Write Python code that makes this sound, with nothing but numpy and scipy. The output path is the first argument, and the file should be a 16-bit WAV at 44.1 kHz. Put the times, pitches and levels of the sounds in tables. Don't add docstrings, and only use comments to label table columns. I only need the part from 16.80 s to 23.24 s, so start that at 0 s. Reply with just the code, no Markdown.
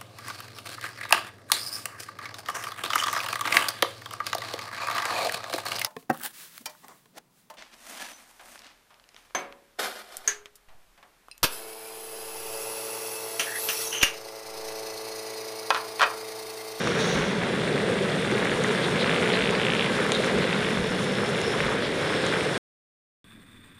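import sys
import numpy as np
from scipy import signal
from scipy.fft import rfft, irfft, next_fast_len
from scipy.io import wavfile
from scipy.ndimage import uniform_filter1d

SR = 44100
rng = np.random.default_rng(int(sys.argv[2]) if len(sys.argv) > 2 else 0)


def wav_record(signal):
    frames = np.transpose(np.atleast_2d(signal))
    bounded = np.clip(frames, -1, 1)
    quanta = np.round(bounded * 32767).astype(np.int16)
    wavfile.write(sys.argv[1], SR, quanta)


N = 284134
TIME = np.arange(N) / SR
STOP_S = 5.779


def from_db(db):
    return 10 ** (np.asarray(db) / 20)


def rms_one(x):
    return x / np.sqrt(np.mean(x ** 2) + 1e-20)


def in_time(rows):
    s, *columns = np.transpose(rows)
    return [np.interp(TIME, s, column) for column in columns]


def drift(rate):
    step = 40
    r = np.exp(-2 * np.pi * rate * step / SR)
    settle = 2000
    noise = rng.standard_normal(N // step + 2 + settle)
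    slow = signal.lfilter([1], [1, -2 * r, r * r], noise)[settle:]
    return np.interp(np.arange(N) / step, np.arange(len(slow)), rms_one(slow))


def swells(rows):
    return sum(from_db(db) * np.exp(-2 * ((TIME - peak_s) / length_s) ** 2) for peak_s, length_s, db in rows)


def coloured(x, spectrum):
    size = 2 * next_fast_len(len(x))
    hz, db = np.transpose(spectrum)
    grid = np.maximum(np.arange(size // 2 + 1) * SR / size, 1)
    cepstrum = irfft(np.log(from_db(np.interp(np.log(grid), np.log(hz), db))))
    cepstrum[1:size // 2] *= 2
    cepstrum[size // 2 + 1:] = 0
    response = np.exp(rfft(cepstrum))
    shaped = irfft(rfft(x, size) * response)[:len(x)]
    edges = [hz[0] / 2, min(hz[-1] * 2, SR / 2 - 1000)]
    return signal.sosfilt(signal.butter(2, edges, "band", fs=SR, output="sos"), shaped)


def resonance(x, hz, width_hz):
    r = np.exp(-np.pi * width_hz / SR)
    feedback = [1, -2 * r * np.cos(2 * np.pi * hz / SR), r * r]
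    return signal.lfilter(np.array([1, 0, -1]) * (1 - r * r) / 2, feedback, x + 1e-18)


def turbulence(spectrum):
    return rms_one(coloured(rng.standard_normal(N), spectrum))


def steady_turbulence(spectrum):
    steady_s, steadiness = .08, .6
    rush = turbulence(spectrum)
    power = uniform_filter1d(rush ** 2, int(steady_s * SR))
    return rms_one(rush / (power + 1e-9) ** (steadiness / 2))


def bubbles(spectrum, per_s, spread_db, clump_db, wash_db):
    born = rng.random(N) < per_s * from_db(clump_db * drift(25)) / SR
    sizes = from_db(spread_db * np.minimum(rng.exponential(1, N), 4.5)) * rng.choice([-1, 1], N)
    pitches = np.geomspace(spectrum[1][0], spectrum[-2][0], num=8)
    dealt = rng.integers(0, len(pitches), N)
    rings = sum(resonance(born * sizes * (dealt == k), hz, hz * 0.5) for k, hz in enumerate(pitches))
    wash = from_db(wash_db) * turbulence(spectrum)
    return rms_one(rms_one(coloured(rings, spectrum)) + wash)


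def click():
    return signal.unit_impulse(2048)


def pop(hz, width_hz):
    wave = resonance(resonance(click(), hz, width_hz), hz, width_hz)
    wave = signal.sosfilt(signal.butter(8, min(hz * 1.51, SR / 3), fs=SR, output="sos"), wave)
    return wave / np.abs(wave).max()


def add(out, s, wave):
    start = int(s * SR)
    out[start:start + len(wave)] += wave[:N - start]


def by_chance(per_s, vigour_db):
    gaps = rng.exponential(1, 200)
    chance = np.clip(rng.standard_normal((200, 2)), -2, 2)
    due = np.cumsum(per_s * from_db(vigour_db) ** 2) / SR
    times = np.searchsorted(due, np.cumsum(gaps)) / SR
    return np.column_stack([times, chance])[times < STOP_S]


def whistle(hz, width_hz):
    r = np.exp(-np.pi * width_hz / SR)
    sine, cosine = signal.lfilter([1], [1, -2 * r, r * r], rng.standard_normal((2, N)))
    phase = 2 * np.pi * np.cumsum(hz * np.ones(N)) / SR
    return rms_one(sine * np.sin(phase) + cosine * np.cos(phase))


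# frequency_hz, level_db (per Hz)
ROAR_COLOUR = [(200, -30), (310, -11), (375, -2.5), (425, 1), (490, -0.5), (570, -4), (645, -10),
               (690, -12), (900, -24), (2000, -16), (6000, -59)]
# time_s, level_db (about its mean)
FLAME_STRENGTH = [(0, -0.5), (0.35, 1), (0.55, -3.0), (1.05, 1.5), (1.35, -1), (1.55, -1.5), (2.75, 1.0),
                  (3.05, -1.5), (3.55, 1), (3.8, -2.5), (4.4, -1.5), (4.7, -1), (5.77, 0)]


def roar():
    strength_db, = in_time(FLAME_STRENGTH)
    return from_db(-29 + strength_db + 0.64 * drift(8.8)) * steady_turbulence(ROAR_COLOUR)


# frequency_hz, level_db (per Hz)
RUMBLE_COLOUR = [(30, -31.5), (55, -18.5), (85, -8.5), (125, 0), (160, 0.5), (230, -4), (300, -2),
                 (450, -9.5), (800, -47), (3000, -74)]


def rumble():
    return from_db(-34) * steady_turbulence(RUMBLE_COLOUR)


# frequency_hz, level_db (per Hz)
DRONE_COLOUR = [(105, -24), (148, -4), (188, 2), (218, -1), (255, -6.5), (330, -19)]
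# frequency_hz, level_db (per Hz)
BUFFET_COLOUR = [(15, -19.5), (28, -5.5), (46, -5), (70, 4), (110, -16.5), (250, -35.5)]
# peak_s, length_s, buffeting level_db, level_db of the drone they stir up
GUSTS = [(.38, 0.066, -38, -36.5), (2.32, .05, -56, -38), (2.672, .1, -48, -47), (3.575, .06, -40, -37.5),
         (4.01, .055, -40.5, -59), (4.85, .065, -39.5, -45)]


def drone():
    falls_s, fall_length_s, fall_db = 4.56, .035, 8
    stirred = swells([(s, length_s, drone_db) for s, length_s, _, drone_db in GUSTS])
    fallen = np.clip((TIME - falls_s) / fall_length_s, 0, 1)
    return (from_db(-32.5) + stirred) * from_db(-fall_db * fallen) * steady_turbulence(DRONE_COLOUR)


def buffeting():
    gusts = swells([(s, length_s, buffet_db) for s, length_s, buffet_db, _ in GUSTS])
    light_air = from_db(-58.5 + 3.5 * drift(4))
    return (light_air + gusts) * steady_turbulence(BUFFET_COLOUR)


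# frequency_hz, level_db (per Hz)
BUBBLING_COLOUR = [(350, -13.5), (600, -1), (750, 0.5), (1000, 0.5), (1300, 0.5), (1620, 3), (1850, -0.5),
                   (2080, 0), (2450, -4), (2750, -17), (3100, -7), (4200, -30), (8000, -45.5)]
SIZZLE_COLOUR = [(1500, -14), (2500, -4), (2800, -0.5), (3050, -6), (3450, 1), (3800, -3), (4250, -7),
                 (5000, -12.5), (5800, -23.5), (7500, -19), (12000, -52)]
FIZZ_COLOUR = [(3500, -25), (5700, 5), (6400, -0.5), (7100, 1), (7850, -7), (8300, -0.5), (8720, -2),
               (9130, 3), (9800, -1.5), (10200, 0), (10700, -6), (12000, -13.5), (13500, -27), (15700, -48)]
# time_s, level_db (about its mean)
BOIL = [(0, -1.5), (0.3, 1), (0.55, -1.5), (1.15, -2), (1.6, 0), (1.77, -0.5), (2.35, 1.6), (3.05, 0.5),
        (3.5, 1), (3.7, 0.5), (4.33, -2), (4.85, 1.5), (5.13, -3.5), (5.27, 1.5), (5.77, 0)]
# time_s, level_db (about its mean)
FIZZING = [(0, -3), (0.27, 2.5), (0.48, -2.5), (0.9, -1.5), (1.8, 1), (3.1, 0.0), (3.45, 2.5), (3.68, -2),
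           (3.9, 1.5), (4.3, -1), (4.7, 1.5), (5.05, -1.5), (5.35, 0.5), (5.77, 2)]
FIZZ_DB = -47.5


def simmer():
    boil_db, = in_time(BOIL)
    fizzing_db, = in_time(FIZZING)
    bubbling = bubbles(BUBBLING_COLOUR, per_s=1700, spread_db=3.0, clump_db=2.5, wash_db=-4.0)
    sizzle = bubbles(SIZZLE_COLOUR, per_s=3300, spread_db=4.5, clump_db=3.0, wash_db=2.0)
    fizz = bubbles(FIZZ_COLOUR, per_s=5600, spread_db=3.5, clump_db=3.5, wash_db=-3.5)
    layers = [(-32 + boil_db, bubbling),
              (-36.5 + 0.84 * boil_db, sizzle),
              (FIZZ_DB + fizzing_db, fizz)]
    return sum(from_db(db + 0.41 * drift(5.3)) * layer for db, layer in layers)


# frequency_hz, level_db (per Hz)
NARROW_JET_COLOUR = [(4500, -44), (5050, -7.5), (5210, -2.5), (5400, 2.5), (5560, -13), (5680, -22),
                     (6300, -35.5)]
# time_s, level_db
LEAK = [(0, -53), (.7, -56), (1.5, -56), (2.3, -53.5), (3.4, -51.5), (3.8, -53), (4.4, -48), (5.1, -54),
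        (5.77, -50.5)]


def leak():
    leak_db, = in_time(LEAK)
    return from_db(leak_db + drift(9.7)) * turbulence(NARROW_JET_COLOUR)


# frequency_hz, level_db (per Hz)
WIDE_JET_COLOUR = [(3000, -37), (3700, 7), (4300, 2), (5100, -6), (5500, 8.5), (5800, 7), (6550, 5),
                   (7400, -13), (10000, -24.5), (12000, -22), (15500, -24.5)]


def gush():
    opens_s, attack_s, hold_s = 0.17, 0.036, 0.089
    before_db, open_db, fall_db_per_s = -47, -38.5, 49
    open_s = opens_s + attack_s
    gush_db = np.interp(TIME, [opens_s, open_s], [before_db, open_db])
    dying_db = fall_db_per_s * np.maximum(TIME - open_s - hold_s, 0)
    return from_db(gush_db - dying_db + .8 * drift(20)) * turbulence(WIDE_JET_COLOUR)


# time_s, level_db, pitch_hz
WHISTLE = [(0, -63, 8200), (.7, -60.5, 8350), (1.1, -54, 8400), (1.45, -54, 8400), (1.62, -58.5, 8350),
           (1.85, -54, 8320), (2.15, -55, 8450), (2.65, -54.5, 8420), (3.0, -58, 8400), (3.6, -56.5, 8350),
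           (3.9, -61.5, 8400), (4.8, -64, 8350), (5.1, -62, 8400), (5.4, -53, 8480), (5.77, -51, 8380)]


def thin_whistle():
    whistle_db, whistle_hz = in_time(WHISTLE)
    wavering_hz = whistle_hz + 45 * drift(6)
    return from_db(whistle_db + 1.3 * drift(12)) * whistle(wavering_hz, width_hz=420)


# frequency_hz, level_db (per Hz)
SPECK_COLOUR = [(2500, -11.5), (4000, -5), (7000, 1), (10000, -2.5), (12000, -11), (13500, -11.5),
                (15500, -24)]


def crackle():
    level = from_db(FIZZ_DB + in_time(FIZZING)[0])
    born = rng.random(N) < 28 * rms_one(level) / SR
    sizes = from_db(2.5 * rng.standard_normal(N)) * rng.choice([-1, 1], N)
    return from_db(-15.5) * level * rms_one(coloured(born * sizes, SPECK_COLOUR))


# frequency_hz, level_db (per Hz)
STEREO_NOISE_COLOUR = [(300, -8.5), (1500, -14.5), (2800, -12.5), (4500, -8), (7800, -9.5), (9200, -9),
                       (10800, 3.5), (12200, 7), (13500, 5), (15700, -15)]


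def stereo_noise():
    return from_db(-69.5 + in_time(FIZZING)[0]) * turbulence(STEREO_NOISE_COLOUR)


# peak_s, length_s, level_db, pitch_hz, width_hz
SPURTS = [(.05, .2, -44.5, 5570, 601), (4.5, .12, -54, 5500, 400), (4.68, .085, -41, 5300, 450),
          (4.83, 0.094, -48, 5400, 600), (5.34, .16, -45.5, 5250, 380), (5.62, .15, -50, 5300, 450)]


def spurts():
    return sum(swells([(s, length_s, db)]) * whistle(hz, width_hz) for s, length_s, db, hz, width_hz in SPURTS)


# peak_s, length_s, level_db
HEAVES = [(.07, .04, -31), (1.51, 0.036, -38.5), (1.66, 0.03, -33), (1.845, 0.028, -29.5),
          (3.19, 0.021, -30.5), (3.3, .035, -36), (5.55, .04, -31.5)]


def heaves():
    return swells(HEAVES) * bubbles(BUBBLING_COLOUR, per_s=900, spread_db=5.5, clump_db=3.0, wash_db=-8.5)


# start_s, level_db (nominal peak at full body), body_db (weight of the low body)
SPITS = [(.0742, -15.5, -1), (1.515, -20, -3), (1.649, -20, -6), (1.839, -11.5, -8), (2.7092, -15.5, -3),
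         (2.9497, -17.5, -6), (3.32, -4.8, 0), (3.3494, -18.5, -3), (3.445, -17, -5), (3.585, -18.5, -6),
         (3.982, -20, -6), (4.616, -13.5, -4), (5.4655, -11.5, -4)]
# frequency_hz, level_db (per Hz)
SPIT_COLOUR = [(200, -19), (800, 9), (1500, 0.5), (2400, 4.5), (3800, 3.5), (4500, 2), (5300, -11),
               (6400, 3), (7300, -2), (8300, -8), (9500, -3.5), (10600, -34), (15000, -41.5)]


def spits():
    out = np.zeros(N)
    lesser = [(s, -24 + 1.2 * size, -5) for s, size, _ in by_chance(2.5, in_time(FIZZING)[0])]
    tick = coloured(click(), SPIT_COLOUR)
    noises = rng.standard_normal((80, len(tick)))
    for (s, db, body_db), noise in zip(list(SPITS) + lesser, noises):
        colour = [(hz, level_db + body_db * (hz < 5000)) for hz, level_db in SPIT_COLOUR]
        spray = from_db(-27) * noise * np.exp(-TIME[:len(tick)] / 0.0018)
        add(out, s, from_db(db) * coloured(click() + spray, colour) / np.abs(tick).max())
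    return out


# start_s, level_db (peak), pitch_hz
POPS = [(.0794, -16.5, 2000), (.1916, -18, 1600), (.421, -16.5, 2200), (.6352, -16, 2100),
        (.8765, -17, 1900), (.978, -17, 1900), (1.002, -16, 1800), (1.1202, -18.5, 1800),
        (1.1887, -18.5, 1900), (1.301, -18.5, 1700), (1.4258, -17, 2000), (1.4492, -18.5, 1700),
        (1.4745, -18, 2400), (1.5003, -17.5, 1600), (1.5137, -16, 1600), (1.552, -17.5, 2000),
        (1.5793, -16, 2000), (1.627, -17.5, 1500), (1.671, -15, 1900), (1.6955, -18.5, 2400),
        (1.717, -17.5, 2100), (1.739, -18.5, 2300), (1.8917, -17.5, 1450), (1.95, -17.5, 1500),
        (1.977, -17.5, 1500), (1.985, -16, 1800), (2.7514, -11.5, 2100), (3.3495, -15.5, 3400),
        (3.3666, -16, 3200), (3.4378, -18, 1800), (3.445, -14, 1700), (3.4827, -15.5, 1900),
        (3.497, -18, 1700), (3.599, -18, 2300), (3.642, -17.5, 2200), (3.7286, -16, 2100),
        (3.8473, -17, 2000), (4.3854, -19, 1500), (4.5573, -17, 1900), (4.804, -10.5, 2000),
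        (4.8374, -17.5, 1900), (4.881, -15.5, 1700), (5.0232, -17, 1500), (5.3346, -17.5, 2200),
        (5.525, -14, 1550), (5.609, -15, 2100), (5.651, -18.5, 1900)]


def venting(s):
    return any(first_s - .02 < s < last_s + .02 for first_s, last_s, *_ in SPUTTER)


def pops():
    out = np.zeros(N)
    lesser = [(s, -23 + size, 1950 * np.exp(.15 * pitch))
              for s, size, pitch in by_chance(14, in_time(BOIL)[0]) if not venting(s)]
    for s, db, hz in list(POPS) + lesser:
        add(out, s, from_db(db) * pop(hz, hz * 0.77))
    return out


# peak_s, length_s, level_db, pitch_hz, width_hz (of each of two resonances)
SIZZLES = [(0.22, .055, -36, 3820, 900), (.33, .11, -40, 3830, 1000), (2.044, 0.034, -32, 3620, 1100),
           (2.217, 0.035, -31.5, 3650, 1303), (2.544, .027, -32.5, 3800, 1100),
           (2.755, 0.017, -37.5, 4350, 900), (3.0, .06, -37, 3350, 800), (3.349, 0.03, -29.5, 3640, 650),
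           (3.633, 0.029, -35.5, 3620, 1200), (5.05, 0.061, -35.5, 3650, 1900),
           (5.461, 0.053, -34.5, 3640, 1700)]
# frequency_hz, level_db (per Hz)
FROTH_COLOUR = [(2000, -3.5), (2900, 0), (4200, -5), (5000, -5), (6000, -8.5), (13000, -25)]


def sizzles():
    out = np.zeros(N)
    froth = bubbles(FROTH_COLOUR, per_s=1200, spread_db=3.0, clump_db=1.5, wash_db=8.5)
    for s, length_s, db, hz, width_hz in SIZZLES:
        pitched = rms_one(resonance(resonance(froth, hz, width_hz), hz, width_hz))
        out += swells([(s, length_s, db)]) * pitched
    return out


# peak_s, length_s, level_db
GURGLES = [(.91, 0.048, -28.5), (1.054, .012, -37), (1.096, 0.013, -23), (1.225, 0.02, -26),
           (1.53, 0.014, -22.5), (1.557, .012, -22.5), (1.8, 0.026, -25.5), (1.854, .012, -31),
           (1.902, 0.014, -24), (2.133, .012, -26), (2.227, 0.014, -23.5), (2.432, .014, -23),
           (2.537, .015, -23.5), (3.206, 0.019, -28.5), (3.408, 0.038, -27.5), (3.543, 0.016, -26),
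           (3.58, 0.024, -27), (4.68, 0.0071, -23)]


def gurgles():
    pocket_hz = 440 * np.exp(.11 * drift(70))
    tone = np.sin(2 * np.pi * np.cumsum(pocket_hz) / SR)
    return swells(GURGLES) * rms_one(tone)


# start_s, end_s, number of puffs, first, middle and last level_db (peak), pitch_hz
SPUTTER = [(2.159, 2.228, 5, -16.5, -18.5, -16, 2150), (2.244, 2.2755, 3, -12.5, -15, -14.5, 2150),
           (2.2952, 2.3135, 2, -11.5, -13, -14, 2150), (2.3275, 2.3975, 5, -13.5, -12.5, -15, 2150),
           (2.4248, 2.4755, 4, -13.5, -16.5, -14.5, 2150), (2.5025, 2.6076, 7, -12.5, -13, -12.5, 2350),
           (2.6224, 2.6916, 5, -12, -13, -12, 2300), (2.7982, 2.8508, 4, -12, -13, -12, 2300),
           (2.8665, 2.902, 3, -10, -10.8, -9, 2300), (2.9202, 2.966, 4, -12, -12, -15, 2400),
           (2.9945, 3.0248, 3, -10, -10.5, -11.5, 2450), (3.0444, 3.0628, 2, -13, -13, -13, 2400),
           (3.182, 3.2165, 3, -19, -17.5, -19, 1650), (3.2485, 3.265, 2, -16.5, -16.5, -16.5, 1450),
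           (3.675, 3.7635, 6, -17.5, -17.5, -19, 1900), (3.8272, 3.9272, 6, -18, -18.5, -18.5, 2050)]


def sputter():
    late_s, spread_db, pitch_spread = .0003, .4, .06
    out = np.zeros(N)
    for first_s, last_s, count, first_db, middle_db, last_db, hz in SPUTTER:
        chance = rng.standard_normal((count, 3))
        for s, (late, size, pitch) in zip(np.linspace(first_s, last_s, count), chance):
            db = np.interp(s, [first_s, (first_s + last_s) / 2, last_s], [first_db, middle_db, last_db])
            puff = pop(hz * np.exp(pitch_spread * pitch), width_hz=2100)
            add(out, s + late_s * late, from_db(db + spread_db * size) * puff)
    return out


def scene():
    burner = roar() + rumble() + drone() + buffeting()
    steam = leak() + gush() + thin_whistle() + spurts()
    food = simmer() + crackle() + heaves() + spits() + pops() + sizzles() + gurgles() + sputter()
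    return burner + steam + food + stereo_noise() * np.array([[1], [-1]])


def record(dry):
    low_pass = signal.ellip(10, .1, 80, 15650, fs=SR, output="sos")
    return signal.sosfilt(low_pass, dry * (TIME < STOP_S))


dry = scene()
out = record(dry)
wav_record(out)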